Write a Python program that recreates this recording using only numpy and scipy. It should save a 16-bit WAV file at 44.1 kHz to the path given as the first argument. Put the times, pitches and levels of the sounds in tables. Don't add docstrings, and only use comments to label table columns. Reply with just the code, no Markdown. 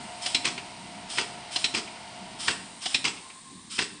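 import sys
import numpy as np
from scipy import signal
from scipy.fft import rfft, irfft
from scipy.io import wavfile

SR = 44100
rng = np.random.default_rng(int(sys.argv[2]) if len(sys.argv) > 2 else 0)


def file_out(sig):
    cols = np.atleast_2d(sig).T
    lim = np.clip(cols, -1, 1)
    pcm = np.round(lim * 32767).astype(np.int16)
    wavfile.write(sys.argv[1], SR, pcm)


N = 176400
TIME = np.arange(N) / SR

# start in seconds, level in dB.
LATCH_KNOCKS = [(.2580, -22.5), (1.5569, -23), (2.8551, -24)]
STOP_CLANKS = [(.3452, -18), (1.6418, -19), (2.9435, -18.5)]
CARRIAGE_LANDINGS = [(.4528, -17), (1.7480, -22.5), (3.0510, -18.5)]
CARRIAGE_RETURNS = [(1.1831, -18), (2.4804, -16), (3.7890, -18)]


def from_db(db):
    return 10 ** (np.asarray(db) / 20)


def rms_one(x):
    return x / np.sqrt(np.mean(x ** 2) + 1e-20)


def level(curve):
    return from_db(np.interp(TIME, *np.transpose(curve)))


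def drift(turns_per_s):
    points = rng.standard_normal(2000)
    return np.interp(TIME * turns_per_s, np.arange(len(points)), points)


def coloured(x, colour, size=4096):
    hz, db = np.transpose(colour)
    octave = np.log2(np.maximum(np.fft.rfftfreq(size, 1 / SR), 5))
    listed = np.log2(hz)
    octaves_outside = abs(octave - np.clip(octave, listed[0], listed[-1]))
    shape_db = np.interp(octave, listed, db) - 18 * octaves_outside
    cepstrum = irfft(np.log(from_db(shape_db)))
    cepstrum[1:size // 2] *= 2
    cepstrum[size // 2 + 1:] = 0
    response = irfft(np.exp(rfft(cepstrum)))
    return signal.fftconvolve(x, response / np.linalg.norm(response))[:N]


def noise(colour):
    return coloured(rng.standard_normal(N), colour)


def ring(x, hz, ring_s):
    decay = from_db(-60 / (ring_s * SR))
    angle = 2 * np.pi * hz / SR
    return signal.lfilter([0, np.sin(angle)], [1, -2 * decay * np.cos(angle), decay * decay], x + 1e-18)


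def whistle(hz, width_hz):
    ring_s = np.log(1000) / (np.pi * width_hz)
    once = ring(rng.standard_normal(N), hz, ring_s)
    return rms_one(ring(once, hz, ring_s))


def bursts(rows, rise_s, fall_s):
    volume = np.zeros(N)
    for start, length, db in rows:
        rise = np.clip((TIME - start) / rise_s, 0, 1)
        fall = np.exp(-np.maximum(TIME - start - length, 0) / fall_s)
        volume += from_db(db) * rise * fall
    return volume


def blows(rows, colour, rise_s, hold_s, fall_s):
    contacts = rng.choice([-1, 1], N) * (rng.random(N) < .5) * np.sqrt(2)
    volume = bursts([(start, hold_s, db) for start, db in rows], rise_s, fall_s)
    return coloured(contacts * volume, colour)


def motor():
    # time in seconds, change in dB.
    volume = [(0, 2), (.8, -0.5), (1.45, 0.5), (2.1, -0.5), (2.4, -1), (2.62, -2), (2.8, -7), (3.2, -6.5),
              (3.6, -23), (4, -35)]
    # pitch in Hz, base level in dB.
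    hum_tones = [(129.4, -62.5), (647, -56.5), (711.6, -51.5), (889, -62), (906, -67.5), (921, -63.5)]
    # frequency in Hz, strength in dB.
    rush_colour = [(180, -37.5), (300, -14.5), (508, -15), (716, -6.5), (765, -6.5), (920, -5.5),
                   (1090, -18), (1400, -9.5), (1620, -17), (2050, -10), (2500, -12.5), (2930, -9.5),
                   (3530, -16.5), (4840, -14.5), (7000, -29.5), (9100, -77), (15400, -120)]
    rumble_colour = [(25, -4.5), (60, -4), (100, 5), (160, -4), (300, 0.5)]
    # pitch in Hz, width in Hz, base level in dB.
    casing_notes = [(722, 92, -60), (940, 110, -53)]
    coast_start_s, speed_loss_per_s, tone_loss_db_per_s = 2.4, .08, 20.5
    coasted_s = np.maximum(TIME - coast_start_s, 0)
    speed = 1 - speed_loss_per_s * coasted_s
    hum = np.zeros(N)
    for hz, db in hum_tones:
        strength = from_db(db + 1.6 * drift(7.3) - tone_loss_db_per_s * coasted_s)
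        pitch_hz = hz * (speed + 0.0015 * drift(25))
        hum += strength * np.sqrt(2) * np.sin(2 * np.pi * np.cumsum(pitch_hz) / SR)
    rush = from_db(-46) * noise(rush_colour)
    casing = sum(from_db(db) * whistle(hz, width) for hz, width, db in casing_notes)
    rumble = from_db(-59.5) * noise(rumble_colour)
    return level(volume) * (hum + rush + casing + rumble)


def drive():
    # time in seconds, level in dB.
    swells = [(0, -43), (.13, -56), (.22, -59.5), (.55, -48.5), (.68, -56), (.88, -48), (1.05, -51),
              (1.32, -51), (1.48, -56.5), (1.85, -54), (2.05, -60), (2.24, -47.5), (2.7, -52), (2.8, -59.5),
              (3.15, -51.5), (3.36, -71), (3.53, -47.5), (3.64, -53.5), (4, -51)]
    # frequency in Hz, strength in dB.
    colour = [(60, -14), (120, -15), (190, 0), (250, -3), (330, -9.5), (520, -31)]
    rumble = noise(colour)
    boom = from_db(-8) * whistle(hz=194.4, width_hz=48)
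    return level(swells) * rms_one(rumble + boom)


def hall_noise():
    # frequency in Hz, strength in dB.
    hall_colour = [(25, -18), (80, -14.5), (228, -4.5), (400, -13), (617, -18), (900, -10), (1100, -3),
                   (1370, -24), (1600, -12.5), (1980, -11), (2880, -15.5), (3790, -7), (5920, -16),
                   (7980, -17), (9500, -19)]
    hiss_colour = [(5500, -25), (7200, -12.5), (8500, -6.5), (9600, -8)]
    # time in seconds, level in dB.
    hiss_volume = [(0, -48.5), (.8, -52.5), (2.3, -53.5), (2.75, -49), (3.4, -50), (3.65, -52.5), (4, -53)]
    return from_db(-51.5) * noise(hall_colour) + level(hiss_volume) * noise(hiss_colour)


def air_puffs():
    # start in seconds, length in seconds, level in dB.
    puffs = [(.208, 0.095, -36.5), (1.086, 0.079, -37), (1.504, 0.11, -38), (2.386, .09, -35.5),
             (2.804, .13, -38), (3.695, 0.086, -38)]
    # frequency in Hz, strength in dB.
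    colour = [(650, -54), (1100, -0.5), (1810, -5), (2050, -2.5), (2940, 2.5), (3160, 4.5), (4370, 1.5),
              (5240, 5), (6330, -5), (8600, 2.5), (9500, 1), (12400, -40), (20900, -120)]
    # pitch in Hz, width in Hz, dB compared with the hiss.
    exhaust_notes = [(3120, 97, -11.5), (5140, 120, -11)]
    hiss = noise(colour)
    whistles = sum(from_db(db) * whistle(hz, width) for hz, width, db in exhaust_notes)
    return (hiss + whistles) * bursts(puffs, rise_s=0.019, fall_s=0.06)


def latch():
    # frequency in Hz, strength in dB.
    colour = [(71, -40), (120, -21.5), (305, -11.5), (538, -20), (734, -5.5), (881, -10.5), (1670, -15),
              (1830, -10), (2550, -10), (3000, -1.5), (3950, -4.5), (5190, -0.5), (6350, -14), (9500, -14),
              (12400, -50), (20900, -120)]
    # pitch in Hz, relative level in dB, ring time in seconds.
    notes = [(774, -11.5, 0.033), (3060, -3, 0.032), (3420, -3.5, 0.047), (4190, -6, 0.045),
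             (4500, -9.5, 0.039), (5160, -10, .04)]
    knock = blows(LATCH_KNOCKS, colour, rise_s=0.0053, hold_s=0.007, fall_s=0.0091)
    ringing = sum(from_db(db) * rms_one(ring(knock, hz, ring_s)) for hz, db, ring_s in notes)
    return knock + from_db(-7) * np.std(knock) * ringing


def stop_ringing():
    # pitch in Hz, relative level in dB, ring time in seconds.
    notes = [(265, -23, .16), (2440, -6, .05), (3117, -10, .09), (3391, -10, .12), (3822, -14, .12),
             (4046, -2.5, .075), (4204, -9, .08), (4692, -14, .08), (5350, -12, .1), (7063, -25, .1),
             (7752, -20, .15), (8064, -19, .11), (8818, -24, .12)]
    struck = [(start, db + 2.5) for start, db in STOP_CLANKS]
    shaken = [(start, db - 12.5) for start, db in LATCH_KNOCKS + CARRIAGE_LANDINGS + CARRIAGE_RETURNS]
    starts, hit_db = np.transpose(struck + shaken)
    scatter_db = rng.standard_normal((len(starts), len(notes)))
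    delay_s = .003 * rng.random((len(starts), len(notes)))
    ringing = np.zeros(N)
    for k, (hz, note_db, ring_s) in enumerate(notes):
        clicks = np.zeros(N)
        samples = ((starts + delay_s[:, k]) * SR).astype(int)
        clicks[samples] = from_db(hit_db + note_db + scatter_db[:, k])
        ringing += ring(clicks, hz, ring_s)
    return ringing


def stop_clank():
    # frequency in Hz, strength in dB.
    colour = [(71, -41.5), (120, -23.5), (328, -19), (548, -22.5), (834, -20.5), (1610, -18.5), (2410, -6),
              (2950, -6), (3410, -12), (4020, -1.5), (4410, -12.5), (5290, -12.5), (6590, -21), (8060, -19),
              (9500, -27.5), (12400, -77), (20900, -120)]
    return blows(STOP_CLANKS, colour, rise_s=0.0027, hold_s=0.0035, fall_s=0.014)


def rattle():
    # start in seconds, length in seconds, level in dB.
    rattles = [(.4440, 0.041, -29), (1.7385, 0.043, -29.5), (3.0410, .040, -28), (1.1720, 0.044, -30),
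               (2.4735, 0.039, -30), (3.7810, 0.043, -29)]
    # frequency in Hz, strength in dB.
    colour = [(35, -28.5), (60, -12), (341, -0.5), (413, 2), (579, -14), (923, -5.5), (1350, -4.5),
              (1640, -8), (2160, -2.5), (3220, -0.5), (3660, -6), (4930, 0), (6770, -12), (8730, -8.5),
              (9500, -18.5), (12400, -49.5), (20900, -120)]
    # pitch in Hz, relative level in dB, ring time in seconds.
    chain_notes = [(2723, -18, .04), (3360, -21, .05), (4800, -20.5, 0.027), (5880, -16.5, .04),
                   (6440, -22.5, 0.076), (7930, -16.5, 0.076), (8230, -17, 0.039)]
    clicks_per_s, surge_db = 1500, 1.5
    clicks = rms_one((rng.random(N) < clicks_per_s / SR) * rng.choice([-1, 1], N))
    gritty_noise = clicks + 1.05 * rng.standard_normal(N)
    surges = from_db(surge_db * drift(290))
    chatter = rms_one(gritty_noise * surges) * bursts(rattles, rise_s=0.0024, fall_s=0.019)
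    links = sum(from_db(db) * rms_one(ring(chatter, hz, ring_s)) for hz, db, ring_s in chain_notes)
    return coloured(chatter, colour) + np.std(chatter) * links


def carriage_landing():
    # frequency in Hz, strength in dB.
    colour = [(88, -52.5), (150, -22.5), (339, -12.5), (1120, -26.5), (2290, 2), (3350, -11), (3990, -13.5),
              (4660, -18.5), (6830, -17.5), (8710, -12.5), (9500, -18), (12400, -66), (20900, -120)]
    return blows(CARRIAGE_LANDINGS, colour, rise_s=0.00033, hold_s=0.0014, fall_s=0.0047)


def tray_taps():
    # start in seconds, level in dB.
    taps = [(.5765, -31), (1.8740, -40), (3.1700, -43.5), (3.2980, -43.5)]
    # frequency in Hz, strength in dB.
    colour = [(150, -27), (350, -1.5), (600, -21.5), (1000, -4), (1700, -7.5), (2550, 6.5), (3300, -6),
              (5000, -11), (7000, -17.5)]
    return blows(taps, colour, rise_s=0.0023, hold_s=0.0046, fall_s=0.011)


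def carriage_return():
    # frequency in Hz, strength in dB.
    colour = [(59, -26.5), (100, -19.5), (387, -6.5), (623, -28), (929, -3.5), (1280, -7.5), (1580, 2),
              (2600, -0.5), (3810, -6.5), (5680, -14), (6490, -25), (8470, -12), (9500, -20.5),
              (12400, -63), (20900, -120)]
    return blows(CARRIAGE_RETURNS, colour, rise_s=0.00078, hold_s=0.0024, fall_s=0.006)


def servo():
    # start in seconds, length in seconds, level in dB.
    whines = [(3.220, 0.17, -54.5), (3.440, .13, -51.5), (3.93, .1, -55.5)]
    centre_hz, wobble_hz, flutter_db = 1050, 16.7, 5
    pitch_hz = centre_hz + wobble_hz * drift(90)
    whine = np.sin(2 * np.pi * np.cumsum(pitch_hz) / SR) * from_db(flutter_db * drift(45))
    return bursts(whines, rise_s=0.01, fall_s=0.023) * rms_one(whine)


def hall_echo(x):
    # frequency in Hz, strength in dB.
    colour = [(100, 7.5), (300, 6), (1000, 2), (3000, -1.5), (5200, 1), (6500, 0.5), (9500, 6.5)]
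    ring_s, delay_s = .55, 0.013
    tail = rng.standard_normal(N) * from_db(-60 * TIME / ring_s) * (TIME > delay_s)
    tail = coloured(tail, colour)
    tail = tail / np.linalg.norm(tail) / np.sqrt(2)
    return from_db(-9) * signal.fftconvolve(x, tail)[:N]


def scene():
    strokes = (latch() + stop_clank() + carriage_landing() + carriage_return() + tray_taps()
               + stop_ringing() + rattle() + air_puffs())
    background = motor() + drive() + servo() + hall_noise()
    return (strokes + hall_echo(strokes) + background)[None]


def record(dry):
    cutoff_hz = 9650
    return signal.sosfilt(signal.ellip(12, .2, 80, cutoff_hz, fs=SR, output="sos"), dry)


dry = scene()
out = record(dry)
file_out(out)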